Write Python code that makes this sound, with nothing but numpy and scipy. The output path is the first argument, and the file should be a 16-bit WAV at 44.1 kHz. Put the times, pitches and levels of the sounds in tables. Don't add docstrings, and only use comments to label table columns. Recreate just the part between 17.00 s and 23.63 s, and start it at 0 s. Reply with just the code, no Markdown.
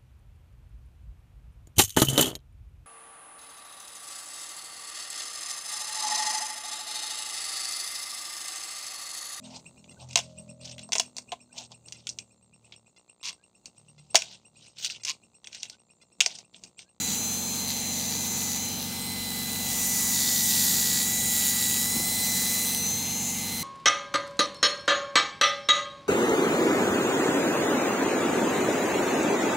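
import sys
import numpy as np
from scipy import signal
from scipy.io import wavfile
from scipy.ndimage import uniform_filter1d

SR = 44100
rng = np.random.default_rng(int(sys.argv[2]) if len(sys.argv) > 2 else 0)


def store_pcm(level_fs):
    pcm = np.round(np.clip(level_fs, -1, 1) * 32767).astype(np.int16)
    wavfile.write(sys.argv[1], SR, np.atleast_2d(pcm).T)


def gain_from_db(level_db):
    decades = np.asarray(level_db, float) / 20
    return 10 ** decades


N = 292383
T = np.arange(N) / SR

# [t/s, exhaust nearness/dB, grip on the sleeve/dB]
NEARNESS = [(.12, -38, -40), (.3, -38.5, -44), (.84, -40.5, -42), (1.42, -38, -39.5), (1.7, -40.5, -42),
            (2.1, -40, -40), (2.4, -35, -38), (2.54, -36, -40.5), (2.85, -29.5, -36.5), (3.64, -26, -32),
            (4.2, -29, -37.5), (4.46, -27.5, -36.5), (5.04, -29.5, -40), (5.46, -28, -37),
            (5.66, -29.5, -43), (5.9, -36, -42), (6.15, -38, -45), (6.35, -36, -41)]


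def amp_rms(db, x):
    return gain_from_db(db) * x / np.sqrt(np.mean(x ** 2) + 1e-20)


def read_spectrum(points, hz):
    f, value = np.transpose(points)
    return np.interp(np.log(hz + 1), np.log(f + 1), value)


def curves(rows):
    s, *columns = np.transpose(rows)
    return [np.interp(T, s, column) for column in columns]


def drift(hz):
    b, a = signal.butter(2, min(hz / SR * 2, .9))
    return amp_rms(0, signal.lfilter(b, a, rng.standard_normal(N)))


def noise(points, patchy_db):
    frames, hz = N // 256 + 5, np.fft.rfftfreq(1024, 1 / SR)
    a, b, patches = rng.standard_normal((frames, 513, 3)).T
    patches = uniform_filter1d(patches, size=9, axis=0)
    patches = amp_rms(0, uniform_filter1d(patches, size=60, axis=1))
    z = (a + 1j * b) * gain_from_db(read_spectrum(points, hz)[:, None] + patchy_db * patches)
    return amp_rms(0, signal.istft(z, nperseg=1024, noverlap=768)[1][:N])


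def click(points):
    hz = abs(np.fft.fftfreq(2048, 1 / SR))
    log_gain = np.log(gain_from_db(read_spectrum(points, hz)))
    phase = -signal.hilbert(log_gain).imag
    pulse = np.fft.ifft(np.exp(log_gain + 1j * phase)).real[:512]
    return pulse / np.linalg.norm(pulse)


def compressor():
    # [multiple of the pump speed, level/dB]
    pump_tones = [(2, -61.5), (4, -49.5), (5, -91), (6, -54), (7, -63.5), (8, -46), (9, -48), (10, -44.5),
                  (11, -52.5), (12, -53), (13, -64.5), (14, -64), (16, -61.5), (17, -64.5), (19, -60.5),
                  (20, -63.5), (21, -58), (22, -66.5), (29, -65.5), (32, -79), (33, -56.5), (34, -58.5),
                  (35, -60), (36, -58), (39, -55),
                  (43, -84), (52, -62)]
    # [f/Hz, level per Hz/dB]
    room_colour = [(21, -48), (35, -5), (82, -19.5), (135, -2), (208, -5), (254, -8), (336, -13),
                   (620, -14), (787, -12), (998, -16), (1510, -19), (1960, -19), (2160, -14.5),
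                   (3350, -13.5), (4000, -17.5), (5200, -50), (8800, -120)]
    pump_hz, room_db = 23.385, -41
    turns = pump_hz * T + 0.0036 * drift(1.6)
    hum = np.zeros(N)
    for k, db in pump_tones:
        k = round(k)
        room_phase = .62 * k ** 2
        hum += np.sqrt(2) * gain_from_db(db) * np.sin(2 * np.pi * k * turns + room_phase)
    return hum + gain_from_db(room_db) * noise(room_colour + [(7000, -60)], patchy_db=1.9)


def bumps():
    # [t/s, level/dB, time to fade by 60 dB/s]
    hits = [
        (4.94, -34, .14),
        (4.96, -31, .12),
        (4.99, -32.5, .16),
        (2.28, -43, .121),
    ]
    # [f/Hz, level per Hz/dB]
    table_colour = [(40, 3), (80, -3), (280, 3), (420, -10), (1000, -16.5), (1400, -29)]
    envelope = np.zeros(N)
    for start, db, t60 in hits:
        t = np.maximum(T - start, 0)
        rise = 1 - np.exp(-t / 0.0018)
        envelope += gain_from_db(db - 60 * t / t60) * rise
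    return noise(table_colour, patchy_db=1.5) * envelope


def presses():
    # [start/s, length/s, speed sag/Hz, dull knock/dB, bright click/dB]
    touches = [(0.068, 0.095, 2.9, -44, -53), (0.303, 0.074, 0.16, -56, -47), (0.521, .12, 0.22, -52, -55),
               (0.663, .08, 1.5, -38.5, -47), (.75, 0.072, 0.35, -48, -44), (0.917, .17, 1.5, -46.5, -54),
               (1.079, .11, 4.5, -41, -53), (1.203, 0.085, 2.5, -52, -46), (1.348, 0.12, 3.4, -48, -44),
               (1.448, .15, 5, -45, -53), (1.674, 0.055, 0.23, -50, -59), (1.795, .06, 0.7, -44, -55),
               (2.276, 0.086, 2.95, -65, -60), (2.491, 0.11, 1.36, -70, -46), (2.662, 0.087, 3.5, -57, -37),
               (2.765, .1, 3.3, -57, -41), (2.922, 0.13, 1.4, -50, -55), (3.119, 0.33, 1.6, -41, -60),
               (3.47, 0.59, 1.59, -39.5, -45), (4.298, 0.23, 2.74, -48, -37),
               (4.562, 0.3, 2.65, -51, -39.5), (5.301, 0.36, 1.1, -56, -48), (5.639, .16, 0.21, -56, -42),
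               (5.938, 0.21, .2, -68, -56)]
    ramp_s = .04
    idle_dull_db, idle_bright_db = -60, -45.5
    start, length, sag, dull_db, bright_db = np.transpose(touches)[..., None]
    shape = np.clip(np.minimum(T - start, start + length - T) / ramp_s, 0, 1)

    def level(db, idle_db):
        return 20 * np.log10(gain_from_db(idle_db) + (gain_from_db(db) * shape).sum(0))
    return (sag * shape).sum(0), level(dull_db, idle_dull_db), level(bright_db, idle_bright_db)


def air():
    # [f/Hz, level per Hz/dB]
    hiss_colour = [(900, -34), (1300, -23), (1900, -7.5), (2700, -21), (3300, -13), (3900, -9), (5000, -6),
                   (7000, -1), (8800, 0), (11500, -2.5), (14000, -2), (16000, -1.5)]
    # [f/Hz, level per Hz/dB]
    rub_colour = [(1200, -35), (1700, -14), (2800, -24), (3500, -0.5), (4000, 3), (4800, 2.5), (5800, 0),
                  (7000, -15)]
    hiss_db, grip_db = curves(NEARNESS)
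    rub_db = grip_db + 0.096 * (presses()[1] + 50)
    bursts = gain_from_db(0.97 * drift(710))
    hiss = noise(hiss_colour, patchy_db=2.0) * bursts
    return gain_from_db(hiss_db + 2.0) * hiss + gain_from_db(rub_db - 2.0) * noise(rub_colour, patchy_db=1.5)


def knocks():
    dull_db, bright_db = presses()[1:]
    middle_near_db = -35
    first_db = dull_db - 9 + .9 * (curves(NEARNESS)[0] - middle_near_db)
    last_db = bright_db - 3 + 2.5 * np.tanh(drift(2.7))
    return first_db, dull_db, bright_db, last_db


def gear(turns):
    knock_angles = (.13, .32, .82)
    # [f/Hz, level/dB]
    dull_colour = [(600, -36), (1300, -18), (1900, -11), (2600, -18), (3100, -12), (3800, -2), (4600, 3),
                   (5500, -9), (9000, -13), (16000, -24)]
    # [f/Hz, level/dB]
    bright_colour = [(1500, -22), (2500, 6.5), (5000, 7.5), (7000, 8), (10000, 11), (13000, 11.5),
                     (16000, 6), (20000, -44)]
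    # (angle number, colour, gain dB, spread dB, scatter in cup turns, share of chatter)
    contacts = [(0, dull_colour, 3, .8, .001, 0),
                (1, dull_colour, 3, 1.2, .001, 0),
                (1, bright_colour, -.5, 2.2, .008, .8),
                (2, bright_colour, 0, 2.2, .02, .9)]
    cup_turns = turns / 4.75
    out = np.zeros(N)
    for db, (angle, colour, gain_db, spread_db, scatter, chatter) in zip(knocks(), contacts):
        chance = rng.standard_normal((int(cup_turns[-1]) - 1, 2))
        knock_turns = np.arange(len(chance)) + knock_angles[angle] + scatter * chance[:, 0]
        at = np.searchsorted(cup_turns, knock_turns)
        train = np.zeros(N)
        train[at] = gain_from_db(db[at] + spread_db * chance[:, 1] + gain_db) * np.sqrt(SR / 70)
        rebounds = signal.lfilter([0, .45], [1, -.95], train) * rng.standard_normal(N)
        hits = np.sqrt(1 - chatter ** 2) * train + chatter * .7 * rebounds
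        out += signal.oaconvolve(hits, click(colour))[:N]
    return out


def rotor():
    # [t/s, speed/Hz]
    free_speed = [(.14, 335.5), (.27, 341), (.56, 343), (.68, 339.8), (2.08, 339), (2.3, 336), (2.7, 334.5),
                  (2.95, 331.7), (3.45, 329), (4.0, 326.9), (4.16, 329.7), (4.83, 330), (4.96, 336.3),
                  (5.65, 337.4), (5.87, 339), (6.0, 343.2), (6.39, 343.2), (6.45, 340.7)]
    # [t/s, order 6/dB, order 12/dB]
    low_vanes = [(.12, -50, -39), (.36, -76, -42), (.62, -53.5, -38), (1.5, -49.5, -43.5), (1.64, -52, -41),
                 (1.77, -64, -41), (1.9, -51, -44), (2.15, -47, -39.5), (2.7, -45.5, -39.5),
                 (2.76, -44.5, -47), (3.15, -42.5, -42), (3.38, -42, -50), (3.52, -42.5, -40.5),
                 (5.55, -40.5, -35.5), (5.95, -51, -39.5), (6.14, -50.5, -41), (6.36, -47.5, -51),
                 (6.45, -46, -39.5)]
    # [t/s, order 18/dB, order 24/dB]
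    high_vanes = [(.1, -38.5, -49), (.26, -34, -56), (.65, -37.5, -58), (1.65, -36.5, -60),
                  (1.86, -43, -51), (2.02, -59, -43), (2.25, -63, -47), (2.62, -45, -56),
                  (2.85, -35.5, -48), (3.6, -36, -66), (4.1, -45, -55), (4.55, -52, -60), (5.05, -53, -42),
                  (5.25, -36.5, -38), (5.52, -43, -41), (5.85, -30.5, -55.5), (6.38, -38, -52),
                  (6.5, -47, -60)]
    # [t/s, level/dB]
    ringing = [(.14, -34.5), (.35, -40.5), (.95, -40.5), (1.5, -36.5), (1.64, -39), (1.8, -49),
               (2.25, -52.5), (2.9, -34), (4.4, -33), (4.78, -33.5), (5.1, -42.5), (5.4, -37),
               (5.63, -37.5), (5.75, -54), (5.88, -38.5), (6.12, -43), (6.26, -35.5), (6.6, -50.5)]
    # [multiple of rotor speed, level re ring/dB]
    ring_orders = [(19, -11.5), (20, -8.5), (21, -3), (22, -11.5), (23, -10.5)]
    # [multiple of rotor speed, level re ring/dB]
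    faint_orders = [(16, -30), (17, -20), (25, -59), (26, -30), (28, -43), (30, -15), (32, -29), (36, -18),
                    (42, -19)]
    housing_hz = 7003
    db6, db12 = curves(low_vanes)
    db18, db24 = curves(high_vanes)
    ring_db = curves(ringing)[0]
    hz = curves(free_speed)[0] - presses()[0]
    centre = housing_hz / hz
    turns = np.cumsum(hz * (1 + .0003 * drift(40))) / SR

    def order(k, db, flutter_db):
        level = gain_from_db(db + flutter_db * drift(9.8))
        return np.sqrt(2) * level * np.sin(2 * np.pi * (round(k) * turns + rng.random()))
    vanes = order(6, db6, .4) + order(12, db12, .6) + order(18, db18, .8) + order(24, db24, 1.1)
    ring = sum(order(k, ring_db + db + 6.0 * (k - 21) * (centre - 21), 1.86) for k, db in ring_orders)
    faint = sum(order(k, ring_db + db, 2.8) for k, db in faint_orders)
    low = signal.lfilter(*signal.butter(2, 600 / SR * 2), rng.standard_normal(N))
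    carrier = np.cos(2 * np.pi * np.cumsum(centre * hz) / SR)
    gate = 1 + 0.16 * np.cos(2 * np.pi * turns)
    puffs = amp_rms(0, low * carrier * gate)
    return vanes + ring + faint + gain_from_db(ring_db - 1.0) * puffs, turns


def scene():
    whine, turns = rotor()
    mono = compressor() + bumps() + air() + gear(turns) + whine
    return np.array([mono, mono])


def roll_off(x):
    return signal.sosfilt(signal.butter(12, 17000, fs=SR, output="sos"), x)


def record(dry):
    low_cut = signal.butter(8, 40, "high", fs=SR, output="sos")
    treble_edge = signal.firwin(511, 15780, window=("kaiser", 9), fs=SR)
    x = signal.sosfilt(low_cut, dry)
    x = signal.oaconvolve(x, treble_edge[None], "same")
    return roll_off(x)


dry = scene()
out = record(dry)
store_pcm(out)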